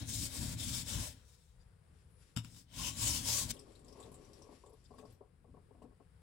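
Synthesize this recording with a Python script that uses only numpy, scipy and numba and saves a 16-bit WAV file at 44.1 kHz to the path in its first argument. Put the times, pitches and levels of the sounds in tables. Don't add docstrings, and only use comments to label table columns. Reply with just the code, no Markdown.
import sys
import numpy as np
from scipy import signal
from scipy.fft import rfft, irfft
from scipy.io import wavfile
from scipy.ndimage import uniform_filter1d
from numba import njit

SR = 44100
rng = np.random.default_rng(int(sys.argv[2]) if len(sys.argv) > 2 else 0)


def transcribe(u):
    v = np.clip(np.atleast_2d(u).T, -1, 1)
    q = np.round(v * 32767).astype(np.int16)
    wavfile.write(sys.argv[1], SR, q)


N = 274294

# grind_db, bending_db, singing_db, upper_db; then bench_db
STROKES = [(0.0, 0.011, -50.5, -58, 400, 715, 0.05, -3.5, -42, -17, -8, -44),
           (0.111, 0.244, -46.5, -43, 487, 496, 0.034, -16.5, -33.5, -34, -21, -47.5),
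           (0.36, 0.525, -47.5, -49, 300, 700, 0.034, -9, -21, -33, -15, -49.5),
           (0.605, 0.795, -47, -45, 795, 447, 0.013, -13, -35, -25, -10, -53.5),
           (0.894, 1.068, -47, -48, 580, 604, 0.026, -9, -25, -19.5, -11, -53),
           (1.108, 1.15, -58.5, -68.5, 400, 200, 0.0098, -8.5, -37, -14.5, -20.5, -66.5),
           (1.305, 1.45, -72.5, -77.5, 100, 101, 0.011, -9, -31, -22, -10, -90),
           (2.453, 2.443, -57, -65, 1526, 300, 0.0092, -10, -33, -16, -18, -59.5),
           (2.553, 2.583, -65.5, -63, 147, 448.3, 0.036, -12, -33, -32, -17, -64),
           (2.807, 2.88, -47.5, -45, 379, 546, 0.031, -13, -17, -7.5, -14, -48.5),
           (3.051, 3.122, -39, -38, 456, 332, 0.11, -16, -20.5, -20, -16, -49),
           (3.305, 3.385, -37.5, -37, 371.4, 380, 0.056, -15.5, -20, -27, -18, -51.5),
           (3.511, 3.513, -39, -39, 800, 12100, 0.01, -13.5, -33, -24, -17, -50)]
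GRIND_FOLLOWS, MODES_FOLLOW, BENCH_FOLLOWS = 0.62, 0.89, 0.66
# centre_s, level_db
SURGES = [(0.225, -49), (0.425, -44.5), (0.59, -48), (0.702, -43), (0.83, -53), (0.975, -43.5),
          (2.946, -52), (3.125, -45), (3.24, -47.5), (3.31, -57.5), (3.46, -46)]
SURGE_S = 0.047
# frequency_hz, density_db (per Hz)
GRIT_SPECTRUM = [(210, -43), (350, -21.5), (379, -7), (574, -1.5), (740, -4), (986, -7.5), (1250, -15),
                 (1620, -5.5), (2000, -6), (2960, -4.5), (7590, 6), (10300, 2.5), (11900, -4.5),
                 (15800, -3.5)]
# time_s, centre_hz, lift_db
SHEEN = [(0.1, 6260, 4), (0.25, 7600, 0), (0.9, 4250, -0.5), (0.97, 7860, 0), (2.801, 4470, 3.5),
         (3.001, 7460, 1.5), (3.061, 7340, 4.5), (3.111, 5300, 6), (3.2, 5270, 0.5), (3.33, 5140, 5.5),
         (3.38, 7000, 2), (3.519, 7071, -3.5)]
SHEEN_OCTAVES, PATCHY = .2, .17
# pitch_hz, width_hz, level_db
BLADE = [(990, 58, 1), (1095, 42, -.5), (2760, 200, 3.5), (3012, 90, 11.5), (1320, 200, -1),
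         (2240, 78, 1.5), (2490, 63, -5.5), (3350, 170, 2.5), (3620, 120, 9), (3880, 80, 2.5),
         (4780, 49, 1.5), (5240, 56, 10.5), (5520, 120, 6), (5700, 60, 1), (6200, 40, -5), (7040, 60, 4),
         (7420, 120, 11), (7920, 150, 6.5), (9560, 60, 8)]
BENDING_MODES, SINGING_MODES, UPPER_MODES = BLADE[:2], BLADE[2:4], BLADE[4:]
DRIFT_PER_S, PRESSED_WIDTH = 12, 1.2
# pitch_hz, width_hz, level_db
BENCH = [(46.6, 13, -1.5), (77.6, 11.5, 3.5), (113.4, 7.1, 5.5), (166, 18.4, -7), (226, 35, -9),
         (277.7, 24, -7.5), (337, 44, -24)]

# pitch_hz, width_hz, level_db
FREE_BLADE = [(3550, 160, -8), (4810, 63, 1.5), (5170, 72, -5), (5860, 90, -10), (7020, 70, -3)]
# centre_s, half_length_s, level_db
GLINTS = [(1.62, 0.021, -82.5), (4.851, .006, -81), (4.862, .011, -75.5), (4.97, .012, -87),
          (4.992, 0.01, -79)]

# time_s, dull_db, bright_db, thrum_db
RUSTLES = [
    [(1.9, -92, -100, -77), (1.934, -89, -88, -72), (2.016, -87, -85, -81), (2.146, -86, -88, -79),
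     (2.228, -80.5, -72, -83), (2.35, -86, -85, -85)],
    [(3.53, -66, -74, -70), (3.66, -67, -72.5, -65), (3.83, -68.5, -79, -70), (4.04, -64.5, -74.5, -66),
     (4.29, -66.5, -77, -67.5), (4.52, -69.5, -75, -71.5), (4.7, -84, -81, -74), (4.95, -91, -80.5, -71),
     (5.11, -74.5, -77.5, -65), (5.25, -83, -109, -84), (5.54, -93, -112.5, -66.5),
     (5.69, -81.5, -122, -74.5), (5.81, -80, -100, -70), (5.83, -77, -86, -70), (5.88, -77, -98, -71),
     (5.94, -77.5, -100, -71)],
]
# frequency_hz, density_db (per Hz)
BRUSH_SPECTRUM = [(500, -28), (1200, -3.5), (2500, -4), (4000, -7.5), (5200, -4.5), (6000, -4.5),
                  (6500, -17.5), (7000, -2), (8500, -6), (11000, -6), (15800, -42)]

# time_s, pitch_hz, level_db (before the stereo weights)
WHISTLE = [(2.0, 8300, -97), (2.035, 8600, -94), (2.056, 9300, -86), (2.11, 9750, -85), (2.21, 9750, -84),
           (2.26, 9620, -92), (2.35, 9500, -94)]
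# pitch_ratio, level_db
WHISTLE_LINES = [(1, 0), (1.085, -4), (1.16, -11), (1.5, -17)]

# start_s, click_db (peak), thump_db (peak, against the click)
TAPS = [(2.3596, -57, -14), (2.3631, -33.5, 1), (2.3712, -32.5, -8.5), (2.446, -45.5, -6.5),
        (2.496, -78, -8), (2.5457, -57, -9), (2.5634, -53.5, -3.5), (2.5738, -63, -4), (2.603, -67, -1),
        (2.7117, -68, -11), (2.7396, -50, -11.5)]
THUMP_LAG_S = .0038
STRUCK_TILT_DB = -1.6
STRUCK_WIDTH_HZ = 220

# start_s, peak_db, centre_hz
TICKS = [(3.5366, -52, 9200), (3.565, -58, 3350), (3.59, -54, 5320), (3.592, -52.5, 8300),
         (3.7186, -63, 7660), (3.752, -60, 4200), (3.7915, -61, 8100), (3.8445, -60, 7440),
         (3.881, -57, 5300), (3.924, -57.5, 5540), (4.001, -50, 7600), (4.027, -57.5, 3775),
         (4.116, -56.5, 10100), (4.1412, -52.5, 8050), (4.246, -60, 5800), (4.3313, -55, 5470),
         (4.4193, -55.5, 5700), (4.66, -60, 7600), (4.694, -66, 9900), (4.731, -66, 10200),
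         (4.8394, -68, 7800), (4.982, -59, 1720), (4.94, -73, 10300), (4.987, -66, 3530),
         (4.994, -64.5, 2630), (5.013, -67, 1780), (5.052, -63.5, 5160), (5.056, -75, 5870),
         (5.1056, -66.5, 8800), (5.122, -66, 12800), (5.8191, -69, 2930), (5.822, -84, 4600),
         (5.824, -68, 1900)]
FAINT_TICKS, FAINT_SPAN_S, FAINT_DB = 34, (3.55, 5.15), -69

# start_s, peak_db, low_mode_db, t60_s
KNOCKS = [(3.925, -62, -15, .4), (3.949, -56, -27, .4), (3.974, -53.5, -21, .4), (4.052, -50, 3, .4),
          (4.078, -54, -5, .4), (4.41, -55.5, -14, .4), (4.465, -56, -3.5, .2), (4.488, -50, 0, .2),
          (4.635, -52, -8, 0.3), (4.68, -59, -10, .3), (4.72, -60, -8, .3), (4.904, -52, -3, .15),
          (4.935, -55, -3, .2), (4.981, -51, -3, .2), (4.995, -51, -1, .25), (5.025, -52.5, -1, .2),
          (5.05, -51, 0, .08), (5.206, -49.5, -13, 0.17), (5.443, -59.5, -26.5, 0.11),
          (5.478, -62, 13, 0.15), (5.539, -54, -4.5, 0.19), (5.566, -57, -8, 0.11), (5.707, -57, 4, 0.1),
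          (5.745, -58.5, 6, .4), (5.817, -49.5, 6, .24), (5.999, -55, -2, .13)]
# pitch_hz, width_hz, level_db
HOLDER = [(259, 50, 4.5), (418, 41, 5), (497, 30, 2), (564, 84, -2.5), (754, 30, -1.5), (910, 610, -11),
          (1131, 80, -3)]
SHELL_TOP = signal.ellip(5, 1, 45, 1300, fs=SR, output="sos")

# (per Hz, before scaling to ROOM_DB)
ROOM_SPECTRUM = [(18, -40.5), (30, -7), (60, 3.5), (178, -6.5), (218, -22), (295, -25.5), (411, -21),
                 (478, -17), (571, -26.5), (1540, -29), (2800, -37), (4360, -42.5), (4950, -39),
                 (5600, -43), (6400, -47), (7300, -38.5), (9580, -33), (13000, -51)]
ROOM_DB = -69

# frequency_hz, left_minus_right_db
LEFT_LEAN = [(60, 5.5), (110, 3), (200, 7.5), (380, 9), (700, 8.5), (1290, 8), (2380, 10), (4400, 14),
             (8120, 3), (15000, 4)]
# frequency_hz, correlation (left against right, -1 to 1)
LIKENESS = [(60, 0.99), (130, 0.79), (290, 0.93), (640, -0.0093), (1400, 0.099), (3100, 0.4), (8000, 0.14)]
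TOP_HZ = 15850


def undb(db):
    return 10 ** (np.asarray(db) / 20)


def unit(x):
    return x / np.sqrt(np.mean(x ** 2))


def over_time(table):
    s, *columns = np.transpose(table)
    s = np.r_[s[0] - .02, s, s[-1] + .004]
    return [np.interp(np.arange(N) / SR, s, np.r_[-150, c, -150]) for c in columns]


def over_hz(table, size):
    hz, value = np.transpose(table)
    return np.interp(np.log(np.fft.rfftfreq(size, 1 / SR) + 1), np.log(hz), value)


def colour(x, spectrum):
    return irfft(rfft(x) * undb(over_hz(spectrum, N)), N)


def ring(x, modes):
    total = 0
    for k, (hz, width, db) in enumerate(modes):
        mode = signal.lfilter(*signal.iirpeak(hz, hz / width, SR), x)
        total = total + (-1) ** k * undb(db) * mode
    return total


def band(x, lo_hz, hi_hz):
    return signal.sosfilt(signal.butter(2, [lo_hz, hi_hz], "band", fs=SR, output="sos"), x)


def walk(rate):
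    k = int(SR / rate)
    held = np.repeat(rng.standard_normal(N // k + 1), k)
    return 1.3 * uniform_filter1d(uniform_filter1d(held, k), k)[:N]


def noise():
    return rng.standard_normal((2, N))


def grains(spread_db):
    size = np.minimum(rng.exponential(size=N), 4)
    return unit(noise() * undb(spread_db * size))


def burst(t60, seconds):
    t = np.arange(int(seconds * SR)) / SR
    return rng.standard_normal((2, len(t))) * undb(-60 * t / t60)


def soften(sound, seconds):
    return sound * np.minimum(np.arange(sound.shape[1]) / (seconds * SR), 1)


def add(out, s, sound, db):
    i = int(s * SR)
    part = sound[:, :N - i]
    out[:, i:i + part.shape[1]] += part * undb(db) / np.abs(sound).max()


def spread(pair):
    shared, differing = rfft(pair)
    likeness = np.clip(over_hz(LIKENESS, N), -.99, .99)
    tilt = undb(over_hz(LEFT_LEAN, N) / 2)
    mid, side = np.sqrt(1 + likeness) * shared, np.sqrt(1 - likeness) * differing
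    return irfft(np.array([(mid + side) * tilt, (mid - side) / tilt]), N)


def room_tone():
    tone = unit(colour(noise(), ROOM_SPECTRUM))
    hum = band(tone, 24, 83)
    hiss = tone - hum
    return (hum * undb(3.7 * walk(7)) + hiss * undb(1.3 * walk(3) + 1.3 * walk(12))) * undb(ROOM_DB)


def stroke_levels():
    t = np.arange(N) / SR
    power = np.zeros((6, N))
    for (start, end, first_db, last_db, rise, fall, knee,
         grind_db, bending_db, singing_db, upper_db, bench_db) in STROKES:
        before = np.hypot(np.maximum(start - t, 0), knee) - knee
        after = np.hypot(np.maximum(t - end, 0), knee) - knee
        drop = rise * before + fall * after
        held = np.interp(t, [start, end], [first_db, last_db])
        grind = (first_db + last_db) / 2 + grind_db - GRIND_FOLLOWS * drop
        rung = held - MODES_FOLLOW * drop
        rumble = bench_db - BENCH_FOLLOWS * drop
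        power += undb([held - drop, grind, rung + bending_db, rung + singing_db, rung + upper_db, rumble]) ** 2
    for s, db in SURGES:
        power[5] += undb(db) ** 2 * np.exp(-((t - s) / SURGE_S) ** 2)
    return np.sqrt(power)


@njit
def resonate(pair, g, k):
    y = np.empty_like(pair)
    for c in range(2):
        b, l = 0., 0.
        for i in range(len(g)):
            v = (b + g[i] * (pair[c, i] - l)) / (1 + g[i] * (g[i] + k))
            b, l, y[c, i] = 2 * v - b, l + 2 * g[i] * v, k * v
    return y


def stir(x, modes, wander_db, drift):
    out = 0
    for hz, width, db in modes:
        tuning = np.tan(np.pi * hz / SR) * (1 + drift * walk(DRIFT_PER_S))
        drive = x * undb(db + wander_db * walk(16))
        out = out + resonate(drive, tuning, PRESSED_WIDTH * width / hz)
    return unit(out)


def slurry_sheen(bright):
    s, centre_hz, lift_db = np.transpose(SHEEN)
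    t = np.arange(N) / SR
    centre = np.interp(t, s, centre_hz)
    lift = np.interp(t, s, undb(lift_db) - 1)
    patches = bright
    for lo_hz in 2500 * 1.17 ** np.arange(11):
        nearness = np.exp(-(np.log2(1.08 * lo_hz / centre) / SHEEN_OCTAVES) ** 2)
        swell = PATCHY * walk(23.96) + lift * nearness
        patches = patches + swell * band(bright, lo_hz, 1.21 * lo_hz)
    return unit(patches)


def scraping():
    scrape_gain, grind_gain, bending_gain, singing_gain, upper_gain, bench_gain = stroke_levels()
    grit = grains(1.7) * undb(1.1 * walk(70))
    upper = stir(grit, UPPER_MODES, 4, .025)
    bending = stir(grit, BENDING_MODES, 4.5, .04)
    singing = stir(grit, SINGING_MODES, 2.5, .008)
    rasp = colour(grit, GRIT_SPECTRUM)
    grind = band(rasp, 200, 3630)
    sheen = slurry_sheen(rasp - grind)
    bench = band(ring(noise() * undb(1.57 * walk(25.08)), BENCH), 34, 510)
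    blade = upper * upper_gain + bending * bending_gain + singing * singing_gain
    return sheen * scrape_gain + unit(grind) * grind_gain + blade + unit(bench) * bench_gain


def glints():
    t = np.arange(N) / SR
    slip = sum(undb(db) * np.exp(-((t - s) / length) ** 2) for s, length, db in GLINTS)
    return unit(ring(grains(4.5), FREE_BLADE)) * slip


def rustle():
    dull_db, bright_db, thrum_db = np.max([over_time(table) for table in RUSTLES], axis=0)
    dull = band(ring(noise() * undb(2.2 * walk(30)), HOLDER), 220, 1400)
    flutter = undb(2.2 * walk(25))
    bright = colour(grains(3) * flutter, BRUSH_SPECTRUM)
    thrum = band(noise(), 22, 157)
    return unit(dull) * undb(dull_db) + unit(bright) * undb(bright_db) + unit(thrum) * undb(thrum_db)


def whistle():
    s, hz, _ = np.transpose(WHISTLE)
    pitch = np.interp(np.arange(N) / SR, s, hz) * (1 + .006 * walk(700))
    phase = 2 * np.pi * np.cumsum(pitch) / SR
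    lines = sum(undb(db + 5.2 * walk(40)) * np.sin(ratio * phase) for ratio, db in WHISTLE_LINES)
    return lines * undb(over_time(WHISTLE)[1]) * [[1.4], [.7]]


def taps():
    out = np.zeros((2, N))
    push = np.exp(-((np.arange(SR // 2) / SR - THUMP_LAG_S) / 0.0013) ** 2) * [[1], [.15]]
    thump = unit(ring(push, BENCH[2:3]))
    thump = thump + undb(-1.0) * unit(ring(push, BENCH[1:2])) + undb(-3.5) * unit(ring(push, BENCH[3:]))
    struck = [(hz, min(1.6 * width, STRUCK_WIDTH_HZ), db + STRUCK_TILT_DB * np.log2(hz / 3000))
              for hz, width, db in BLADE]
    for s, db, thump_db in TAPS:
        ragged_tail = burst(0.17, .4) * undb(3 * walk(70)[:int(.4 * SR)])
        crack = burst(0.008, .4) + undb(-24) * ragged_tail
        crack = soften(crack, 0.0013)
        add(out, s, ring(crack, struck) + 0.45 * band(crack, 400, 12000), db)
        add(out, s, thump, db + thump_db)
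    return out


def ticks():
    out = np.zeros((2, N))
    chance = rng.random((FAINT_TICKS, 3))
    faint = [(np.interp(a, [0, 1], FAINT_SPAN_S), FAINT_DB - 6 * b, 3500 * 3 ** c) for a, b, c in chance]
    for s, db, hz in TICKS + faint:
        click = undb(1.0) * burst(0.004, .15) + undb(-4.0) * burst(0.12, .15)
        click = soften(click, 0.0015)
        body = band(click, 0.903 * hz, 1.09 * hz)
        add(out, s, body + 0.24 * band(click, 2900, 10660) + 0.4 * band(click, 7140, 8650), db)
    return out


def knocks():
    out = np.zeros((2, N))
    stutter = undb(2.5 * walk(90))
    for s, db, low_db, t60 in KNOCKS:
        rub = burst(np.clip(t60, .02, 1), .4) * np.roll(stutter, -int(s * SR))[:int(.4 * SR)]
        blow = (undb(9.5) * burst(0.023, .4) + rub) * [[1], [.4]]
        blow = soften(blow, 0.0024)
        shell = ring(blow, HOLDER[1:]) + undb(low_db) * ring(blow, HOLDER[:1])
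        add(out, s, signal.sosfilt(SHELL_TOP, band(shell, 130, 1400)), db)
    return out


def small_room(near):
    tail = burst(0.12, 0.32)
    echo = band(tail, 87, 8600) / np.sqrt(np.sum(tail[0] ** 2))
    return near + undb(-9.5) * signal.fftconvolve(near, echo, axes=1)[:, :N]


def scene():
    blade_on_stone = small_room(scraping() + taps())
    handling = rustle() + ticks() + knocks()
    return spread(blade_on_stone) + spread(handling + glints() + whistle()) + spread(room_tone())


def record(dry):
    return signal.sosfilt(signal.ellip(10, .2, 80, TOP_HZ, fs=SR, output="sos"), dry)


dry = scene()
out = record(dry)
transcribe(out)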